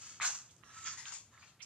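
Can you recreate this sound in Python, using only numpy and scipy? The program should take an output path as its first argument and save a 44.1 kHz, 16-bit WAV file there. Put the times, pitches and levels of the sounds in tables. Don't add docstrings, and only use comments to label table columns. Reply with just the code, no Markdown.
import sys
import numpy as np
from scipy import signal
from scipy.fft import rfft, irfft
from scipy.io import wavfile

SR = 44100
rng = np.random.default_rng(int(sys.argv[2]) if len(sys.argv) > 2 else 0)


def waveform_to_disk(signal):
    frames = np.transpose(np.atleast_2d(signal))
    scaled = np.clip(frames, -1, 1) * 32767
    samples = np.round(scaled).astype(np.int16)
    wavfile.write(sys.argv[1], SR, samples)


N = 72765
HZ, TIME = np.fft.rfftfreq(N, 1 / SR), np.arange(N) / SR

# freq_hz, density_db
LEAF_SPECTRUM = [(30, -70), (150, -34), (400, -33.5), (700, -12), (1000, -1), (1350, 1.5), (1750, -0.5),
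                 (2200, 1.5), (3000, 2), (3700, 1), (4400, -2.5), (5400, -5), (6700, 4), (7500, -1),
                 (8300, -11), (9300, -19), (11000, -25.5), (13000, -38.5), (15500, -49)]


def amp(db):
    return 10 ** (np.asarray(db) / 20)


def unit(x):
    return x / np.sqrt(np.mean(abs(x) ** 2) + 1e-20)


def curve(points):
    freq_hz, value = np.transpose(points)
    return np.interp(np.log(HZ + 1), np.log(freq_hz), value)


def lowpass(edge_hz):
    return 1 / (1 + (HZ / edge_hz) ** 24)


def drift(scale_s):
    return unit(irfft(rfft(rng.standard_normal(N)) * np.exp(-(HZ * scale_s) ** 2), N))


def microphones(left, other, side):
    # freq_hz, coherence
    likeness = [(130, .995), (300, .992), (1200, .975), (2500, .88), (4000, .55), (6500, .66), (10000, .66),
                (15000, .25)]
    # freq_hz, phase_rad
    phase_lag = [(100, 0), (2500, .02), (3500, .2), (4600, 1.7), (6500, 2.6), (8000, 3), (10000, 3.3),
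                 (12000, 5)]
    coherence = curve(likeness)
    right = coherence * left + np.sqrt(1 - coherence ** 2) * other
    return np.array([left, right * np.exp(-1j * side * curve(phase_lag))])


def panned(pan_db):
    db = pan_db * HZ ** 2 / (HZ ** 2 + 900 ** 2)
    return amp([db / 2, -db / 2]) / np.sqrt((amp(db) + amp(-db)) / 2)


def air():
    # freq_hz, density_db
    spectrum = [(12, -62), (25, -36), (45, -15), (65, -8), (100, 1.5), (135, -0.5), (210, -7), (310, -12.5),
                (500, -15.5), (1300, -18.5), (3500, -24), (7000, -28.5), (9000, -29.5), (12000, -31.5),
                (15500, -44)]
    # time_s, gain_db
    swell = [(0, 0), (.25, 3), (.45, -1), (.65, 2.5), (.78, -1), (.87, 4), (1.05, -2.5), (1.25, -1),
             (1.65, -3)]
    noise = microphones(*rfft(rng.standard_normal((2, N))) * unit(amp(curve(spectrum))), side=0)
    low = lowpass(570)
    rumble = irfft(noise * low, N) * amp(np.interp(TIME, *np.transpose(swell)))
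    hiss = irfft(noise * (1 - low), N)
    return amp(-68) * (rumble + hiss)


def echoes(dry, t60_s=0.26, taps_per_s=2000):
    t = TIME[:SR // 2]
    shape = (2, len(t))
    taps = rng.standard_normal(shape) * (rng.random(shape) < taps_per_s / SR) * amp(-60 * t / t60_s)
    taps /= np.linalg.norm(taps, axis=1, keepdims=True)
    return signal.fftconvolve(dry, taps, axes=1)[:, :N]


def distant_call(waver_share=0.0074, ramp_s=0.0093):
    # time_s, pitch_hz, level_db
    contour = [(.66, 1320, -97), (.686, 1300, -63.5), (.716, 1323, -69), (.756, 1310, -64),
               (.772, 1316, -52.5), (.81, 1316, -59.5), (.854, 1317, -56.5), (.876, 1322, -48),
               (.905, 1319, -58), (0.961, 1343, -71)]
    time_s, pitch_hz, level_db = np.transpose(contour)
    wavering_hz = np.interp(TIME, time_s, pitch_hz) * (1 + waver_share * drift(scale_s=0.0081))
    gate = np.clip(np.minimum(TIME - time_s[0], time_s[-1] - TIME) / ramp_s, 0, 1)
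    rms = amp(np.interp(TIME, time_s, level_db)) * gate
    return np.sqrt(2) * rms * np.sin(2 * np.pi * np.cumsum(wavering_hz) / SR)


def knocks(rows):
    leaf_tint = amp(curve(LEAF_SPECTRUM) / 2)
    out = np.zeros((2, N))
    for start_s, peak_db, pitch_hz, width_oct, decay_s, pan_db in rows:
        t = TIME - start_s
        burst = rng.standard_normal((2, N)) * (t >= 0) * np.exp(-abs(t) / decay_s)
        detune = np.log2((HZ + 1) / pitch_hz) / width_oct
        ring = lowpass(pitch_hz * 2 ** (2 * width_oct)) / (1 + 1j * detune) ** 2
        pair = microphones(*rfft(burst) * ring * leaf_tint, side=0.85)
        knock = irfft(pair * panned(pan_db), N)
        out += knock / abs(knock).max() * amp(peak_db)
    return out


def footfalls():
    # start_s, peak_db, pitch_hz, width_oct, decay_s, pan_db
    pats = [ (.293, -43, 606, 0.77, 0.0067, 2), (1.124, -48.5, 816, 0.6, 0.019, 10)]
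    return knocks(pats)


def snaps():
    # start_s, peak_db, pitch_hz, width_oct, decay_s, pan_db
    breaks = [ (0.2001, -30.5, 1290, 0.48, 0.0016, -3.5), (0.209, -29.5, 2060, 0.33, 0.0011, 6),
              (.2165, -27, 2200, 0.21, 0.0065, 12), (.236, -32, 1370, .25, 0.0085, 3),
              (0.2655, -26, 5370, 0.52, 0.00077, 16), (0.289, -28, 6500, 0.34, .002, -20),
              (0.388, -34, 6300, .3, 0.00072, 23), (0.564, -49.5, 6900, 0.32, 0.0025, -11),
              (0.636, -39, 1650, 0.5, 0.00046, -19), (0.84, -37.5, 6850, 0.055, 0.0061, -24),
              (0.865, -32, 6740, 0.064, 0.0037, -21), (0.879, -36.5, 1600, 0.22, 0.0017, -2),
              (1.0552, -33.5, 3040, 0.3, 0.0014, -10), (1.138, -31.5, 7380, 0.19, 0.0023, 2),
              (1.3456, -54, 1730, 0.12, 0.0015, 12), (1.377, -49, 1720, 0.35, 0.0021, -6),
              (1.605, -44, 2730, .4, .001, -17), (1.6275, -36, 5400, 0.19, 0.0024, -11)]
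    return knocks(breaks)


def crackle(cracks_per_s=3500, spread_db=2, rub_share=0.45, clump_db=1.06):
    size = amp(spread_db * np.minimum(rng.exponential(1, N), 4))
    cracks = size * (rng.random(N) < cracks_per_s / SR) * rng.choice([-1, 1], (2, N))
    rub = rng.standard_normal((2, N))
    clumps = amp(clump_db * drift(scale_s=0.013))
    return unit((np.sqrt(1 - rub_share) * unit(cracks) + np.sqrt(rub_share) * rub) * clumps)


def leaf_patch(ring_hz, ring_db, treble_db, width_oct=0.17, mode_spacing_hz=89.1, mode_db=3):
    count = int(HZ[-1] / mode_spacing_hz) + 1
    strengths = np.resize(rng.standard_normal(1024), count)
    modes = np.interp(HZ / mode_spacing_hz, np.arange(count), strengths)
    ring = 1 / (1 + (np.log2((HZ + 1) / ring_hz) / width_oct) ** 2)
    return amp(ring_db * ring + mode_db * modes + treble_db * (1 - lowpass(7720)))


def scuffs():
    # start_s, rise_s, hold_s, fade_db_per_s, body_db, crunch_db, crisp_db,
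    # crisp_delay_s, crunch_pan_db, crisp_pan_db, side (sign only), ring_hz, ring_db, treble_db
    steps = [ (-.03, 0.048, 0.087, 94, -64, -66, -52.5, -0.0027, 2.5, 2, -1, 2930, 5, 1.5),
             (0.2, 0.021, 0.028, 290, -41.5, -43.5, -36.5, 0.0091, 2.5, -2, -1, 2110, 3.5, 2),
             (0.234, 0.011, 0.014, 138.5, -46, -45.5, -35.5, 0.0085, 0, -1, -0.83, 5740, 1, 0),
             (0.49, 0.0046, .006, 394, -79, -72, -61.5, 0.015, -11, -2, -1, 3270, 7, 6.5),
             (.585, 0.0052, 0.005, 309, -79, -85, -69, -0.007, -8, 27, 1, 1310, 9, 6),
             (0.626, 0.0033, 0.069, 70, -66.5, -71.5, -73.5, 0.015, -10, -0.5, 1, 5660, 15.5, 11),
             (0.678, 0.088, 0.079, 132, -65, -64.5, -53, 0.024, 0.5, -1, 1, 2060, 7.5, 1),
             (0.845, .02, 0.011, 210, -53, -48.5, -40, 0.0037, 3, -6.5, 1, 1940, 6.5, -14),
             (.925, 0.009, 0.014, 402, -65.5, -72, -54, -0.012, -2, 0, 1, 1452, 12.5, 4),
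             (0.964, 0.015, 0.023, 180, -60.5, -58.5, -49, 0.0017, 8, 4.5, 1, 2035, 10, 3),
             (1.046, 0.019, 0.031, 227, -61, -58.5, -50.5, 0.0059, 10.5, 2.5, 1, 1520, 10, -2.5),
             (1.094, 0.014, .018, 208, -57.5, -60.5, -47, 0.016, 12, 6.5, 1, 1720, -14, 0.5),
             (1.114, 0.0057, 0.026, 178, -68.5, -57.5, -54, 0.013, 7, 2, 1, 7600, 3, -1),
             (1.302, 0.035, 0.066, 108, -68, -74.5, -75, -0.0078, -1, 1, -0.88, 7100, 6, -3),
             (1.383, 0.014, .03, 146, -73, -80, -71, .002, -3, -3, -1, 4600, 14, 1),
             (1.416, 0.014, 0.0037, 400, -64, -68, -67, 0.017, 7.5, 13, -0.46, 2390, 15.5, -6),
             (1.458, 0.021, 0.012, 253, -70.5, -70, -62, -0.0027, 7.5, 3, -1, 2840, 6.5, -3),
             (1.591, 0.015, 0.0085, 330, -73.5, -60, -69, 0.026, -16, -17, 1, 2150, 6, 0),
             (1.619, 0.011, 0.0024, 654, -68.5, -86, -57, -0.0028, -5, -1.5, 1, 5360, 19.5, 10.5)]
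    leaf = amp(curve(LEAF_SPECTRUM))
    low, low_mid = lowpass(1970), lowpass(4320)
    body, crunch, crisp = (unit(leaf * band) for band in (low, low_mid - low, 1 - low_mid))
    out = 0
    for (start_s, rise_s, hold_s, fade_db_per_s, body_db, crunch_db, crisp_db,
         crisp_delay_s, crunch_pan_db, crisp_pan_db, side, *patch) in steps:
        grains, scuff = crackle(), 0
        layers = [(body, body_db, 0, 0.95 * crunch_pan_db),
                  (crunch, crunch_db, 0, crunch_pan_db),
                  (crisp, crisp_db, crisp_delay_s, crisp_pan_db)]
        for colour, gain_db, delay_s, pan_db in layers:
            t = TIME - start_s - delay_s
            settle_db = fade_db_per_s * np.maximum(t - rise_s - hold_s, 0)
            press = np.clip(t / rise_s, 0, 1) * amp(gain_db - settle_db)
            scuff += microphones(*rfft(grains * press) * colour, np.sign(side)) * panned(pan_db)
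        out += scuff * leaf_patch(*patch)
    return irfft(out, N)


def scene():
    direct = scuffs() + snaps() + footfalls() + distant_call()
    return direct + amp(-9.5) * echoes(direct) + air()


def record(dry, cutoff_hz=15650):
    taps = signal.firwin(511, cutoff_hz, window=("kaiser", 9), fs=SR)
    return signal.oaconvolve(dry, taps[None], "same")


dry = scene()
out = record(dry)
waveform_to_disk(out)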